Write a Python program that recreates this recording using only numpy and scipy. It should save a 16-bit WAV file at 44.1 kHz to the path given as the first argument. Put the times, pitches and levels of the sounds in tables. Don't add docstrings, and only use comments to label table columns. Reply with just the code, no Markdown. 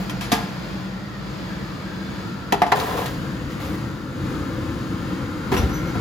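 import sys
import numpy as np
from scipy import signal
from scipy.fft import rfft, irfft, next_fast_len
from scipy.io import wavfile
from scipy.ndimage import uniform_filter1d, map_coordinates

SR = 44100
rng = np.random.default_rng(int(sys.argv[2]) if len(sys.argv) > 2 else 0)


def pcm_store(signal):
    levels = np.round(np.clip(np.atleast_2d(signal), -1, 1) * 32767)
    wavfile.write(sys.argv[1], SR, levels.astype(np.int16).T)


N = 264644
TIME = np.arange(N) / SR
SIZE = next_fast_len(N + SR, True) // 2 * 2
FREQS = np.arange(SIZE // 2 + 1) * SR / SIZE

# frequency in Hz, relative level in dB.
FAN_AT_OVEN = [(28, -94), (50, -11.5), (90, -23.5), (130, -8), (160, -17.5), (192, -6), (245, -25),
               (305, -13.5), (400, -26.5), (480, -23), (700, -28.5), (1000, -28), (1400, -30), (3000, -37),
               (3700, -37.5), (4900, -37), (5700, -47.5), (6800, -44.5), (8000, -50.5), (15000, -59.5)]
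# frequency in Hz, relative level in dB.
FAN_BY_TRAY = [(28, -31), (50, -11.5), (130, -5), (240, -10.5), (310, -6), (400, -22), (520, -16.5),
               (650, -32), (880, -28.5), (1100, -24), (1400, -25.5), (2700, -36.5), (4900, -40.5),
               (5700, -47.5), (6700, -42.5), (8000, -45), (15000, -57)]
# time in seconds, gain of the oven noise in dB, gain of the tray-side air in dB.
FAN_WAY = [(0, 2, -43), (.8, 0.3, -18), (1.5, -.5, -15), (2.3, -0.5, -7.5), (3.3, -2.5, -2.5),
           (4.2, -6.5, 0), (4.9, -2, 0.5), (5.4, -5.5, 0.5), (6, -0.5, 1.5)]
# time in seconds, delay in ms.
REFLECTION = [(0, 1.2), (.9, 1.19), (1.5, 2.15), (2.3, 2.3), (3.3, 1.3), (4.2, 2.4), (6, 2.1)]
# time in seconds, centre in Hz, level in dB.
HOLLOW = [(.5, 1393, -48.5), (.9, 1384, -48), (1.25, 1304, -45), (1.5, 1276, -53), (1.72, 1200, -42.5),
          (2.05, 1356, -55), (2.3, 1349, -41), (3.2, 1330, -53), (3.65, 1402, -51), (4.1, 1387, -45),
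          (4.8, 1373, -48.5), (5.35, 1365, -40), (6, 1377, -38)]
# time in seconds, centre in Hz, level in dB.
UPPER_HOLLOW = [(.6, 1800, -56), (1.15, 1884, -46.5), (1.35, 1650, -56), (1.5, 1644, -43),
                (1.72, 1748, -49), (1.95, 1583, -43), (2.3, 1700, -51), (3.25, 1620, -45),
                (3.65, 2100, -47), (3.95, 1750, -55), (4.95, 1691, -48), (5.4, 2098, -51), (6, 2150, -44)]
# frequency in Hz, relative level in dB.
DIFFUSE = [(50, -18), (130, -15.5), (250, -14), (500, -10), (1000, -8), (2500, -7), (5000, -7.5),
           (8000, -14), (12000, -17)]
# frequency in Hz, phase in radians.
PORT_PHASE = [(100, 0), (430, .1), (750, .8), (1300, .25), (2500, 1.3), (3600, .35), (4500, 1),
              (5900, -1.1), (6700, -.6), (7700, -2.7), (9500, -3.5), (10600, -4.5), (12500, -6.2)]
# frequency in Hz, left minus right in dB.
PORT_BALANCE = [(60, 1.5), (450, 1), (900, 5.5), (1700, 1), (3800, 3), (6500, 2.5), (10000, -1.5)]
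# start in seconds, length in seconds, centre in Hz, level in dB.
THUMPS = [(5.531, 0.024, 111.3, -20), (5.584, 0.058, 67.7, -21.5), (5.741, 0.021, 82, -32),
          (5.959, 0.011, 108.8, -29)]
# start in seconds, length in seconds, relative level in dB.
BRUSHES = [(3.505, 0.018, -43), (3.619, 0.051, -42.5)]
# start in seconds, length in seconds, starting pitch in Hz, level in dB,
# waver as a share of the pitch.
SQUEAKS = [(5.577, 0.015, 5780, -32.5, 0.0015), (5.642, 0.049, 5715, -56, 0.0017),
           (5.714, .018, 5880, -46, 0.0042), (5.742, 0.016, 6060, -37, 0.0089),
           (5.76, 0.033, 5920, -45, 0.00405), (5.873, 0.02, 6020, -47, 0.0058)]
# frequency in Hz, relative level in dB, t60 in seconds.
OVEN_STEEL = [(451, -8, .28), (714.4, 1.5, 0.14), (829, -11, 0.6), (1045, -19, 0.44), (1653, -18.5, .3),
              (1800, -12, .09), (2285, -7, .08), (2570, -17, .09), (2870, -20, 0.096), (3620, -10, 0.046),
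              (4800, -12, .05), (4900, -26, 0.43), (5460, -20, 0.064)]
# frequency in Hz, relative level in dB, t60 in seconds.
TRAY = [(174, -6, 0.061), (197.5, 5, 0.081), (239.5, -1, 0.14), (278, -15, 0.091), (377.4, -2, 0.16),
        (452.5, -4.5, 0.33), (548, 0.5, 0.092), (699, -9.5, 0.25), (718, -4, 0.15), (780, 2.5, 0.13),
        (835, -14, 0.079), (969, -5, 0.2), (1036, -9, .25), (1170, -5, 0.059), (1280, -4.5, 0.16),
        (1645, -17, 0.062), (1920, -2, 0.079), (2084, 6, 0.068), (2660, 3.5, 0.091), (2864, -6, 0.14),
        (3340, -10, 0.1), (3500, -16, 0.15), (4020, -6, 0.14), (4790, -15, 0.3)]
# start in seconds, length in seconds, friction in dB, release in dB per second.
PUSHES = [(0.004, 0.016, -5.5, 142), (2.759, 0.16, 5, 110), (2.975, 0.044, 0.5, 92),
          (3.058, .015, -16, 124), (3.604, 0.15, -5.5, 120), (5.524, 0.051, 0.5, 120)]
# frequency in Hz, relative level in dB.
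SCRAPE = [(100, -16), (300, -27.5), (450, -11), (560, -12.5), (720, -22), (1050, -21), (1500, -26),
          (2500, -30.5), (4500, -35.5), (6000, -40.5), (9000, -38), (15000, -43.5)]
# start in seconds,
# thud in dB, clack in dB, crack in dB, decay in ms, ring in dB, frequency the contact point favours in Hz,
# its reach in octaves, pitch factor, ring length factor.
BLOWS = [(0.095, -26, -25.5, -27.5, 17, -37, 2900, .6, 1.2, 0.66),
         (0.2089, -38, -19.5, -22, 47, -42, 2900, .6, 1.3, 0.55),
         (0.317, -9, -20, -10.5, 18.5, -16, 1150, 0.24, 0.95, 1),
         (0.3273, -5, -11, -35, 8.3, -8.5, 206, 0.16, 1.1, 0.64),
         (.345, -26, -14, -25, 82, -30, 830, 0.13, 1.13, 1.5),
         (2.523, -4, -6.5, -15.5, 3.1, -12.5, 857, 0.42, 1, 0.5),
         (2.5271, -2, -11, -28, 4.3, -14.5, 338, 0.4, 0.88, .8),
         (2.5399, -5, -22, -31, 8, -18, 850, 0.24, 1.03, 0.37),
         (2.6177, -2.5, -6, -22, 4.2, -7, 692, 0.11, 1.01, 1.13),
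         (2.633, -8, -16, -36, 14, -23, 2100, 0.22, 1, 0.56),
         (2.664, -8.5, -18, -31, 27, -37, 1100, 0.55, .99, 0.82),
         (2.7186, -15, -3.5, -22.5, 2.2, -15.5, 420, 0.26, 1.1, 0.79),
         (2.7221, -4.5, -1, -19.5, 1.6, -13, 1000, 0.41, 1, 0.79),
         (2.769, -17, -18, -31, 3.1, -33, 1000, 0.52, 1.15, .8),
         (2.799, -11, -42, -23, 3.6, -39, 4000, .4, 0.91, 0.54),
         (2.881, -20, -21, -44, 12, -20, 650, 0.2, 1.04, .7),
         (2.974, -27, -25, -36, 7.3, -22, 1200, 0.25, 1.43, 0.71),
         (3.058, -16, -47, -25.5, 17, -45, 4200, 0.54, 1.05, 0.88),
         (5.5169, -18, -13.5, -25.5, 11, -13.5, 250, 0.16, 1.04, 0.88),
         (5.522, -5, -16.5, -27, 19, -13.5, 371, 0.17, 1, 1.2),
         (5.539, -4, -18, -26, 14, -18, 1410, 0.27, 1.02, 0.62),
         (5.565, -4, -20.5, -22.5, 35, -22, 2900, 0.09, .98, 0.8),
         (5.577, -9, -20, -29, 12, -24, 470, .2, 1.08, 0.61),
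         (5.615, -6, -24, -40, 11, -22, 300, 0.44, 1, 0.64),
         (5.631, -12, -25, -35, 12, -23.5, 328, 0.67, 1, 1.6),
         (5.694, -15, -28, -37, 8.8, -21, 259.6, 0.52, 0.98, 0.38),
         (5.953, 1, -23, -39, 9.3, -32, 200, 0.35, 1.05, 0.57)]

# (strength of the shadow, extra dB of what differs between them)
HEARD_OVEN, HEARD_BY_TRAY, HEARD_TRAY = (0.52, 4.3), (1.77, 0.13), (0.6, 2.7)


def undb(db):
    return 10 ** (np.asarray(db) / 20)


def curves(table):
    s, *columns = np.transpose(table)
    return [np.interp(TIME, s, column) for column in columns]


def across(points, freqs):
    hz, value = np.transpose(points)
    return np.interp(np.log(freqs + 1), np.log(hz), value)


def filtered(x, response):
    return irfft(rfft(x, SIZE) * response, SIZE)[..., :N]


def colour(x, points, size=4096):
    freqs = np.arange(size // 2 + 1) * SR / size
    cepstrum = irfft(np.log(undb(across(points, freqs))))
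    cepstrum[1:size // 2] *= 2
    cepstrum[size // 2 + 1:] = 0
    impulse = irfft(np.exp(rfft(cepstrum)))
    return signal.fftconvolve(x, impulse[None], axes=1)[:, :x.shape[1]]


def walk(rate):
    hold = int(SR / rate)
    y = np.repeat(rng.standard_normal(N // hold + 1), hold)
    y = uniform_filter1d(uniform_filter1d(y, hold), hold)[:N]
    return y / y.std()


def grit(size, spread_db):
    strength_db = spread_db * np.repeat(rng.standard_normal(size // 32 + 1), 32)[:size]
    x = rng.standard_normal((2, size)) * undb(strength_db)
    return x / np.sqrt(np.mean(x ** 2))


def band(hz, width_hz):
    slow = filtered(rng.standard_normal((2, 2, N)), 1 / (1 + (2 * FREQS / width_hz) ** 2))
    phase = 2 * np.pi * np.cumsum(hz * np.ones(N)) / SR
    x = slow[0] * np.cos(phase) + slow[1] * np.sin(phase)
    return x / x.std()


def swell(start_s, length_s, attack_s, release_db_per_s, sag_db_per_s=0):
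    t = TIME - start_s
    attack = np.clip(1 + t / attack_s, 0, 1) ** 2
    sag_db = sag_db_per_s * np.clip(t, 0, length_s)
    release_db = release_db_per_s * np.maximum(t - length_s, 0)
    return attack * undb(-sag_db - release_db)


def add(out, s, x):
    i = int(s * SR)
    out[:, i:i + x.shape[1]] += x[:, :N - i]


def kitchen(x, wet_db=-5.5):
    t = np.arange(SR // 2) / SR
    t60_s, gap_s = .52, .006
    tail = rng.standard_normal((2, len(t))) * np.exp(-np.log(1000) * t / t60_s) * (t > gap_s)
    tail /= np.sqrt(np.sum(tail[0] ** 2))
    tail = colour(tail, [(200, -4.5), (700, -6.5), (1300, -4.0), (4000, -6.5), (14000, -12)])
    return x + undb(wet_db) * signal.fftconvolve(x[:1], tail, axes=1)[:, :N]


def ports(x, shade, apart_db):
    diffuse = undb(across(DIFFUSE, FREQS) + apart_db)
    shares = np.array([np.ones_like(diffuse), diffuse]) / np.sqrt(1 + diffuse ** 2)
    common, apart = filtered(x, shares)
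    side = np.array([[1], [-1]])
    shadow = undb(side * shade * across(PORT_BALANCE, FREQS) / 2)
    lag = np.exp(1j * side * across(PORT_PHASE, FREQS) / 2)
    return filtered(common + side * apart, shadow * lag)


def standing_waves(depth_db, spacing_hz=22):
    nodes = np.arange(0, SR / 2, spacing_hz)
    ripple = np.interp(FREQS, nodes, rng.standard_normal(len(nodes)))
    gain = undb(depth_db * ripple * FREQS / (FREQS + 500))
    return gain / np.sqrt(np.mean(gain ** 2))


def fan(spectrum, gain, reflection=0.16, flutter_db=1.27, ripple_db=3, count=7):
    noise = rng.standard_normal((2, N))
    shape = undb(across([(12, -60)] + list(spectrum), FREQS))
    place = np.linspace(0, count - 1, N)
    air = np.zeros((2, N))
    for k in range(count):
        nearness = np.maximum(1 - abs(place - k), 0)
        air += filtered(noise, shape * standing_waves(ripple_db)) * nearness
    air *= gain
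    treble = filtered(air, FREQS ** 2 / (FREQS ** 2 + 700 ** 2))
    delay_ms, = curves(REFLECTION)
    echo = np.array([np.interp(TIME - delay_ms / 1000, TIME, row) for row in treble])
    return (air + reflection * echo) * undb(flutter_db * walk(4.776))


def oven_hum(oven_db, hz=194, width_hz=30, hum_db=-40):
    return band(hz, width_hz) * undb(hum_db + oven_db)


def hollow_bands(width_hz=150, upper_width_hz=170):
    hz, db = curves(HOLLOW)
    upper_hz, upper_db = curves(UPPER_HOLLOW)
    return band(hz, width_hz) * undb(db) + band(upper_hz, upper_width_hz) * undb(upper_db)


def thump(width_hz=50, lowest_hz=48):
    attack_s, release_db_per_s = 0.031, 170
    rumble = np.zeros((2, N))
    for s, length, hz, db in THUMPS:
        rumble += band(hz, width_hz) * undb(db) * swell(s, length, attack_s, release_db_per_s)
    return signal.sosfilt(signal.butter(4, lowest_hz, "high", fs=SR, output="sos"), rumble)


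def mitt(grain_db=3):
    attack_s, sag_db_per_s, release_db_per_s = 0.023, 62, 140
    rub = sum(undb(db) * swell(s, length, attack_s, release_db_per_s, sag_db_per_s)
              for s, length, db in BRUSHES)
    return colour(grit(N, grain_db) * rub,
                  [(500, -8), (3000, 8.5), (6000, -0.5), (11000, -4), (16000, -11)])


def squeaks(octave_db=-7):
    attack_s, release_db_per_s, rise_hz_per_s = 0.019, 600, 630
    tone, unsteady = np.zeros(N), walk(510)
    for s, length, hz, db, waver in SQUEAKS:
        rising = hz + rise_hz_per_s * np.clip(TIME - s, 0, length)
        phase = 2 * np.pi * np.cumsum(rising * (1 + waver * unsteady)) / SR
        envelope = undb(db) * swell(s, length, attack_s, release_db_per_s)
        tone += envelope * (np.sin(phase) + undb(octave_db) * np.sin(2 * phase))
    return np.array([tone, np.zeros(N)])


def clank(start_s=.3178, level_db=-14, attack_s=0.00082, apart_db=-3):
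    t = np.maximum(TIME[:SR] - start_s, 0)
    hz, db, t60 = np.transpose(OVEN_STEEL)
    modes = np.exp((2j * np.pi * hz[:, None] - np.log(1000) / t60[:, None]) * t)
    phases = np.exp(2j * np.pi * rng.random((2, len(hz))))
    gains = undb(db + level_db) * phases * undb([[0], [apart_db]])
    out = np.zeros((2, N))
    add(out, 0, (gains @ modes).imag * (1 - np.exp(-t / attack_s)))
    return out


def rack(t60_s=0.11, count=420):
    t = np.arange(SR // 3) / SR
    place, turn = rng.random((2, count))
    hz = 600 + 15000 * ((np.arange(count) + place) / count) ** 1.5
    t60 = t60_s * (hz / 2000) ** -.25
    gains = np.sqrt(np.cbrt(hz) / t60)
    tones = np.sin(2 * np.pi * (hz[:, None] * t + turn[:, None]))
    ring = gains @ (tones * np.exp(-np.log(1000) * t / t60[:, None]))
    return ring / np.sqrt(np.sum(ring ** 2))


def jangle(force, wires, share_db):
    ring = signal.fftconvolve(force, wires[None], axes=1)[:, :force.shape[1]]
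    return (force + undb(share_db) * ring) / np.sqrt(1 + undb(2 * share_db))


def sheet_ring(ring_hz, pitch, length, reach, bright=0, size=SR // 3):
    detune, bend, settle_s, bright_hz, attack_s = 0.0047, 0.013, 0.021, 2500, 0.0016
    t = np.arange(size) / SR
    hz, db, t60 = np.transpose(TRAY)
    hz = hz * pitch * (1 + detune * rng.uniform(-0.91, 1, len(hz)))
    favoured = 1 / (1 + (np.log2(hz / ring_hz) / reach) ** 2)
    gains = undb(db) * (favoured + bright / (1 + (bright_hz / hz) ** 4))
    settling = settle_s * (1 - np.exp(-t / settle_s))
    bent = t + bend * rng.standard_normal((len(hz), 1)) * settling
    modes = np.exp(2j * np.pi * hz[:, None] * bent - np.log(1000) * t / (length * t60[:, None]))
    phases = np.exp(2j * np.pi * rng.random((2, len(hz))))
    return ((gains * phases) @ modes).imag * (1 - np.exp(-t / attack_s))


def friction():
    attack_s, sag_db_per_s = 0.023, 16
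    return sum(undb(db) * swell(s, length, attack_s, release, sag_db_per_s)
               for s, length, db, release in PUSHES)


def rattle(rattle_db=-25, spread_db=2.0, ring_hz=650, length=0.32, bright=0.2, count=16):
    from_s, to_s = 2.77, 3.08
    out, force = np.zeros((2, N)), friction()
    for k, (late, size, spot, support) in enumerate(rng.uniform(-1, 1, (count, 4))):
        s = from_s + (k + late / 2) / count * (to_s - from_s)
        ring = sheet_ring(ring_hz * 2 ** (0.89 * spot), 1 + .09 * support, length, .4, bright, SR // 10)
        add(out, s, ring * force[int(s * SR)] * undb(rattle_db + 2 * spread_db * size))
    return out


def scrape(wires, grain_db=2.0, resonance_db=-2, width_hz=45, jangle_db=-7):
    judder_db, wander_s, wander_per_s = .7, .0012, 14
    force = grit(N, grain_db) * friction() * undb(judder_db * walk(70))
    bumps = jangle(force, wires, jangle_db)
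    peaks = sum(1 / (1 + (2 * (FREQS - hz) / width_hz) ** 2) for hz, _, _ in TRAY)
    sheet = np.sqrt(1 + undb(2 * resonance_db) * peaks)
    rub = filtered(bumps, sheet * undb(across([(22, -62)] + SCRAPE, FREQS)))
    place = (TIME + wander_s * walk(wander_per_s)) * SR
    return np.array([map_coordinates(row, [place], mode="mirror") for row in rub])


def blow(wires, thud_db, clack_db, crack_db, decay_ms, ring_db, ring_hz, reach, pitch, length):
    chatter_db, jangle_db, rim_db = 2.5, -4, -2.0
    t = np.arange(SR // 3) / SR
    envelope = (1 - np.exp(-t / 0.00069)) * np.exp(-t * 1000 / decay_ms)
    envelope /= np.sqrt(np.sum(envelope ** 2) / (0.034 * SR))
    fizz_db = crack_db - 13
    tone = [(25, thud_db - 57), (65, thud_db - 6), (220, thud_db),
            (850, clack_db), (1600, (clack_db + crack_db) / 2), (4000, crack_db - 4.5),
            (6500, (crack_db + fizz_db) / 2 - 5.0), (11000, fizz_db), (16000, fizz_db - 14.0)]
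    chatter = grit(len(t), chatter_db) * envelope
    contact = colour(jangle(chatter, wires, jangle_db), tone)
    bright = undb(crack_db + rim_db - ring_db) / np.sqrt(decay_ms)
    return contact + undb(ring_db) * sheet_ring(ring_hz, pitch, length, reach, bright)


def knocks(wires):
    out = np.zeros((2, N))
    for s, *row in BLOWS:
        add(out, s, blow(wires, *row))
    return out


def scene():
    wires = rack()
    oven_db, by_tray_db = curves(FAN_WAY)
    oven = fan(FAN_AT_OVEN, undb(oven_db)) + oven_hum(oven_db) + hollow_bands()
    by_tray = fan(FAN_BY_TRAY, undb(by_tray_db))
    metal = mitt() + squeaks() + clank() + rattle() + scrape(wires) + knocks(wires)
    tray = kitchen(metal) + thump()
    return ports(oven, *HEARD_OVEN) + ports(by_tray, *HEARD_BY_TRAY) + ports(tray, *HEARD_TRAY)


def record(dry):
    low_pass = signal.ellip(10, .2, 80, 15900, fs=SR, output="sos")
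    return signal.sosfilt(low_pass, np.tanh(dry))


dry = scene()
out = record(dry)
pcm_store(out)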